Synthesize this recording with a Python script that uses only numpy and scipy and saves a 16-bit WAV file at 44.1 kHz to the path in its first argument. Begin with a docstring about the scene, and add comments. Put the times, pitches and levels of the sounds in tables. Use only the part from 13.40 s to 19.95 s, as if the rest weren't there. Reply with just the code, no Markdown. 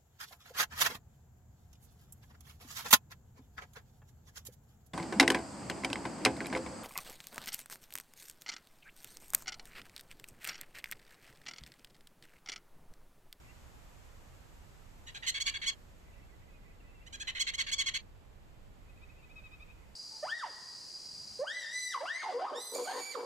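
"""An open lawn: a light breeze rumbles on the microphone and hisses in the leaves; far birds twitter in bouts.
At 1.7 s and 3.7 s a bird gives a harsh, chattering call, a quick run of syllables swelling from soft and
low to loud. Each syllable is one arch of pitch from the syrinx membrane, which may break from a clear
tone into a rasp when driven hard. From 5.5 s a faint run of thin whistled peeps follows.
Ground and trees return short echoes of calls and peeps."""
import sys
import numpy as np
from scipy import signal
from scipy.fft import rfft, irfft
from scipy.io import wavfile
from scipy.ndimage import uniform_filter1d

SR = 44100
rng = np.random.default_rng(int(sys.argv[2]) if len(sys.argv) > 2 else 0)


def pcm_store(signal):
    """Save signal as 16-bit PCM."""
    levels = np.round(np.clip(np.atleast_2d(signal), -1, 1) * 32767)
    wavfile.write(sys.argv[1], SR, levels.astype(np.int16).T)


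N = 288982
TIME = np.arange(N) / SR

# rumble of air and far surroundings: f/Hz, density/dB
AIR_SPECTRUM = [(12, -12.5), (20, 4), (69, -6.5), (144, -15.5), (319, -24), (356, -23.5), (386, -24),
                (582, -25), (1480, -34.5), (2230, -37), (2700, -37.5), (5080, -47), (6320, -80),
                (8790, -64), (14000, -51.5)]
# leaf hiss: f/Hz, density/dB
LEAF_SPECTRUM = [(300, -4), (900, 6), (2000, 0.5), (4000, -5.5), (6000, -6), (7600, -3.5), (9000, -13.5),
                 (14000, -12.5)]
# breeze in the leaves: t/s, level/dB
LEAF_LEVEL = [(0, -63), (2.3, -66), (3.2, -70.5), (4.8, -72), (6.55, -68.5)]
# left-right coherence of the noise: f/Hz, coherence/0-1
COHERENCE = [(30, 0.43), (120, 0.39), (500, 0.44), (2000, 0.037), (5000, 0.12), (9000, 1)]
# bouts of far twittering: t/s, length/s, level/dB
TWITTER_BOUTS = [(0, 0.16, -70), (2.496, 2, -71), (5.306, 1.6, -74)]
# echoes off the ground and near surfaces: delay/s, left/dB, right/dB
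GROUND_ECHOES = [(.0009, -20, -36), (.0018, -16.5, -33), (.0027, -7.5, -19.5), (.0054, -9, -25)]
# throat response, peeps: f/Hz, gain/dB
PEEP_FORMANTS = [(1250, -17), (2500, 0), (3700, -13), (5100, -22), (7000, -38)]
# throat response, clear tones: f/Hz, gain/dB
CLEAR_FORMANTS = [(800, -36), (1100, -25), (1650, -4), (2200, -6.5), (3150, -1.5), (4400, 0.5),
                  (5400, -7.5), (6600, 4.5), (7700, -3), (8700, -12), (9600, -20), (12000, -19.5),
                  (14000, -33)]
# throat response, rasps: f/Hz, gain/dB
RASP_FORMANTS = [(800, -7.5), (1100, -20.5), (1500, 2), (2200, 1.5), (3200, 0.5), (4400, 2), (5500, -13),
                 (6600, -3.5), (7700, -10), (8700, -20), (9700, -28), (13500, -42)]
# half-harmonics of a rough voice: f/Hz, gain/dB
HALF_HARMONIC_GAIN = [(1200, -24), (1680, -6.5), (2850, -4.5), (3850, -3.5), (4900, -21), (6100, -13),
                      (8000, -21.5), (13500, -29)]
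# whistled peeps: centre t/s, level/dB, place of pitch top/0-1
PEEP_NOTES = [(5.497, -67.5, 0.63), (5.571, -68, 0.87), (5.63, -61, 0.93), (5.70, -64.5, 0.71),
              (5.77, -69.5, 0.52), (5.838, -63, 0.92), (5.908, -61, 1), (5.98, -54.5, 0.36),
              (6.057, -56.5, 0.31), (6.133, -56.5, 0.76), (6.217, -56.5, 1), (6.299, -62, 0.88)]
# syllables of both calls:
# t/s, length/s, level/dB, top f/Hz, place of pitch top/0-1, rasp share/0-1, strain tilt/(dB/oct)
CALL_SYLLABLES = [(1.663, 0.048, -50.5, 980, .2, 0.7, 14), (1.743, 0.042, -45.5, 818, .3, 0.86, 10.5),
                  (1.823, 0.04, -46, 961, .5, 1, 5), (1.862, 0.048, -31, 1077, .1, 0.6, 4),
                  (1.939, .05, -38, 1123, .5, 0.92, -0.5), (2, 0.033, -33, 1128, .95, 0.23, 2),
                  (2.055, 0.05, -33, 1147, .3, 0.69, -2.5), (2.137, 0.041, -39.5, 1124, .5, 0.97, -1),
                  (2.214, 0.046, -41, 1110, .5, 0.99, 0.5), (2.259, 0.049, -31.5, 1118, 0.54, 0.12, 0.5),
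                  (3.661, 0.025, -53.5, 1030, .9, 0, -2), (3.724, 0.04, -44.5, 827, .55, 0.06, 2),
                  (3.797, 0.038, -41, 859, .5, .1, 1.5), (3.870, 0.041, -38.5, 1026, .5, 1, -0.5),
                  (3.948, 0.045, -41, 1057, .5, 0.98, 0.5), (3.994, 0.038, -30, 1107, 0.52, 0.03, 3),
                  (4.065, 0.042, -35.5, 1093, .5, 0.98, -2.5), (4.135, 0.025, -37, 1081, .9, 0.1, -1.5),
                  (4.179, .049, -32, 1110, 0.02, .55, -1), (4.262, 0.047, -40.5, 1133, .5, 1, 1),
                  (4.314, 0.0387, -31.5, 1133, .85, 0.1, 1.5), (4.379, 0.049, -31, 1116, .38, 0.23, 2),
                  (4.458, 0.043, -31.5, 1091, .3, 0.3, 0), (4.536, 0.043, -34.5, 1100, .1, 0.69, 0.5)]


def from_db(db):
    """Decibels to gain."""
    return 10 ** (np.asarray(db) / 20)


def unit_rms(x):
    """Scale to rms 1."""
    return x / np.sqrt(np.mean(x ** 2) + 1e-20)


def at_hz(table, hz):
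    """Interpolate over log frequency."""
    freqs, values = np.transpose(table)
    return np.interp(np.log(hz), np.log(freqs), values)


def wander(rate_hz, size):
    """Random values joined by straight lines; spread about 1."""
    return np.interp(np.arange(size) * rate_hz / SR, np.arange(1024), rng.standard_normal(1024))


def delayed(x, delay_s):
    """Fractional delay."""
    return np.interp(TIME - delay_s, TIME, x, left=0)


def add(track, start_s, sound):
    """Mix a sound into a track."""
    start = round(start_s * SR)
    track[start:start + len(sound)] += sound[:N - start]


def puff(size, rise, fall):
    """Soft swell, then cutoff; rise and fall are shares of the length."""
    u = np.linspace(0, 1, size)
    attack = np.sin(np.pi / 2 * np.clip(u / rise, 0, 1)) ** 0.76
    return attack * np.sin(np.pi / 2 * np.clip((1 - u) / fall, 0, 1))


def stereo_noise(spectrum):
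    """Steady coloured noise, partly coherent between left and right; rms 1."""
    hz = np.maximum(np.arange(N // 2 + 1) * SR / N, 1)
    coherence = at_hz(COHERENCE, hz)
    mid, side = rfft(rng.standard_normal((2, N))) * from_db(at_hz(spectrum, hz))
    return unit_rms(irfft(np.sqrt(1 + coherence) * mid + np.sqrt(1 - coherence) * side * [[1], [-1]], N))


def air_rumble():
    """Steady rumble of air on the microphone; right side louder and earlier."""
    left, right = from_db([[-53.5], [-50.5]]) * stereo_noise(AIR_SPECTRUM)
    return np.array([delayed(left, delay_s=.00048), right])


def leaf_hiss():
    """Leaves hiss as the breeze eases and picks up."""
    return from_db(np.interp(TIME, *np.transpose(LEAF_LEVEL))) * stereo_noise(LEAF_SPECTRUM)


def far_birds(chirps_per_s=55, base_hz=1984, t60_s=0.083):
    """Bouts of short slurred chirps, smeared on the way through the trees."""
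    chirps, bouts = np.zeros((2, N))
    for when, height, slur, span in rng.random((round(chirps_per_s * N / SR), 4)):
        size = round((0.028 + 0.0484 * span) * SR)
        octaves = .45 * height ** 1.525 + 0.395 * (slur - .5) * np.linspace(-1, 1, size)
        phase = 2 * np.pi * np.cumsum(base_hz * 2 ** octaves) / SR
        add(chirps, when * (N - 1) / SR, np.hanning(size) * np.sin(phase))
    for start_s, length_s, db in TWITTER_BOUTS:
        add(bouts, start_s, from_db(db) * puff(round(length_s * SR), rise=0.25, fall=0.21))
    t = TIME[:SR // 3]
    smear = from_db(-60 * t / t60_s) * rng.standard_normal((2, len(t)))
    return bouts * unit_rms(signal.fftconvolve(chirps[None], smear, axes=1)[:, :N])


def garden_scatter(x, near_db, near_t60_s, far_db, far_s, far_spread_s, lowpass_hz):
    """Dull scatter from near surfaces, then a later return from the trees."""
    t = TIME[:SR // 2]
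    near = from_db(-60 * t / near_t60_s)
    onset = (t / far_s) ** 4
    far = onset / (1 + onset) * np.exp(-np.abs(t - far_s) / far_spread_s)
    envelope = from_db(near_db) * near / np.linalg.norm(near) + from_db(far_db) * far / np.linalg.norm(far)
    lowpass = signal.butter(2, lowpass_hz, fs=SR, output="sos")
    response = signal.sosfilt(lowpass, envelope * rng.standard_normal((2, len(t))))
    return signal.fftconvolve(x[None], response, axes=1)[:, :N]


def at_microphones(x, right_lead_s=0.0003505):
    """Direct sound, right side first, plus short echoes that differ by side."""
    echoes = sum(from_db([[left_db], [right_db]]) * delayed(x, delay_s)
                 for delay_s, left_db, right_db in GROUND_ECHOES)
    return np.array([delayed(x, right_lead_s), x]) + echoes


def syrinx(pitch_hz, formants, tilt_db_oct, rough, band_hz):
    """Harmonics shaped by the throat; roughness widens each and adds half-harmonics; rms 1."""
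    phase = 2 * np.pi * np.cumsum(pitch_hz) / SR
    size, out = len(pitch_hz), 0
    for k in np.arange(2, 31) / 2:
        hz = k * pitch_hz
        flutter = rough * (wander(band_hz, size) + 1j * wander(band_hz, size))
        if k % 1:
            strength = flutter * from_db(at_hz(HALF_HARMONIC_GAIN, hz))
        else:
            strength = (1 + flutter) * from_db(at_hz(formants, hz))
        tilt = from_db(tilt_db_oct * np.log2(np.clip(hz, 1500, 8000) / 3000))
        out = out + tilt * np.real(strength * np.exp(1j * (k * phase + k * k)))   # k * k: throat phase lag
    return unit_rms(out)


def clear_tones(notes, formants, jitter, rough, band_hz, rise):
    """One puff and one pitch arch per note, as the membrane tightens and slackens."""
    out = np.zeros(N)
    for start_s, length_s, top_hz, top_at, depth, db, tilt_db_oct in notes:
        size = round(length_s * SR)
        from_top = (np.linspace(0, 1, size) - top_at) / max(top_at, 1 - top_at)
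        pitch_hz = top_hz * (1 - depth * from_top ** 2) * (1 + jitter * wander(970, size))
        pressure = from_db(db) * puff(size, rise + 0.33 * top_at, fall=.22)
        add(out, start_s, pressure * syrinx(pitch_hz, formants, tilt_db_oct, rough, band_hz))
    return out


def peeps(top_hz=1277, full_depth=0.124, tilt_db_oct=-2.5, loud_s=.052, loud_db=-53, doubling_db=16.5):
    """Thin whistles with one top pitch; louder ones last longer."""
    notes = []
    for centre_s, db, top_at in PEEP_NOTES:
        length_s = loud_s * 2 ** ((db - loud_db) / doubling_db)
        depth = full_depth * max(top_at, 1 - top_at)
        notes.append((centre_s - length_s / 2, length_s, top_hz, top_at, depth, db, tilt_db_oct))
    whistle = clear_tones(notes, PEEP_FORMANTS, jitter=.004, rough=.08, band_hz=300, rise=.08)
    scatter = garden_scatter(whistle, near_db=-3, near_t60_s=0.097,
                             far_db=-8, far_s=0.074, far_spread_s=0.045, lowpass_hz=4330)
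    return at_microphones(whistle) + scatter


def rasps(notes, sag=0.029, shudder_db=2, fade_db=3.5):
    """Driven hard, the membrane runs rough: pitch slips, strength shudders."""
    out = np.zeros(N)
    for start_s, length_s, top_hz, db, tilt_db_oct in notes:
        size = round(length_s * SR)
        pitch_hz = top_hz * (1 - sag * np.abs(wander(485, size)))
        buzz = syrinx(pitch_hz, RASP_FORMANTS, tilt_db_oct, rough=1.7, band_hz=360)
        buzz /= np.sqrt(uniform_filter1d(buzz ** 2, size=300) + 1e-12)   # steady pressure evens out bursts
        pressure = from_db(db + fade_db * np.linspace(.5, -.5, size) + shudder_db * wander(697, size))
        add(out, start_s, pressure * puff(size, rise=0.31, fall=0.15) * buzz)
    return out


def split_syllables(arch_depth=0.1643, loud_rasp_db=-33):
    """Split each syllable's power into tone and rasp; rising notes start rough, others break later."""
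    clear, harsh = [], []
    for start_s, length_s, db, top_hz, top_at, share, strain_db_oct in CALL_SYLLABLES:
        if share < .95:
            clear_s = length_s * (1 - 0.372 * share)
            clear_db = db + 10 * np.log10(1 - share)
            tilt_db_oct = -8.5 + 6 * top_at + strain_db_oct * (1 - share)   # rising notes are brighter
            clear.append((start_s, clear_s, top_hz, top_at, arch_depth, clear_db, tilt_db_oct))
        if share > .05:
            smooth_s = length_s * (1 - share) ** 2
            break_s = start_s if top_at > .7 else start_s + smooth_s
            rasp_db = db + 10 * np.log10(share)
            tilt_db_oct = 4.5 + 1.11 * (rasp_db - loud_rasp_db) + strain_db_oct   # effort brightens
            harsh.append((break_s, length_s - smooth_s, top_hz, rasp_db, tilt_db_oct))
    return clear, harsh


def windpipe(x, notch_hz=(4740, 5250)):
    """An antiresonance hollows out one band."""
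    return signal.sosfilt(signal.butter(2, notch_hz, "bandstop", fs=SR, output="sos"), x)


def beak(x, ring_hz=3100, q=6, ring_db=-7):
    """The open beak adds a nasal ring."""
    return x + from_db(ring_db) * signal.lfilter(*signal.iirpeak(ring_hz, q, fs=SR), x)


def calls(side_share=.2):
    """Tones and rasps through windpipe and beak; rasp grain differs by side, so rasps sound wider."""
    clear_notes, harsh_notes = split_syllables()
    clear = windpipe(clear_tones(clear_notes, CLEAR_FORMANTS, jitter=.008, rough=.2, band_hz=800, rise=.29))
    rasp_mid = np.sqrt(1 - side_share) * windpipe(rasps(harsh_notes))
    rasp_side = np.sqrt(side_share) * windpipe(rasps(harsh_notes))
    voice = beak(clear + rasp_mid)
    scatter = garden_scatter(voice, near_db=-6.5, near_t60_s=0.062,
                             far_db=-14.5, far_s=0.031, far_spread_s=0.0065, lowpass_hz=4800)
    return at_microphones(voice) + at_microphones(rasp_side) * [[1], [-1]] + scatter


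def scene():
    """The bird, slightly right, over breeze and far twittering."""
    bird = (calls() + peeps()) * from_db([[-1], [1]])
    return air_rumble() + leaf_hiss() + far_birds() + bird


def record(dry):
    """Gentle 36 Hz high-pass, steep 14.3 kHz low-pass."""
    x = signal.sosfilt(signal.butter(1, 36, "high", fs=SR, output="sos"), dry)
    return signal.sosfilt(signal.ellip(12, .1, 90, 14300, fs=SR, output="sos"), x)


dry = scene()
out = record(dry)
pcm_store(out)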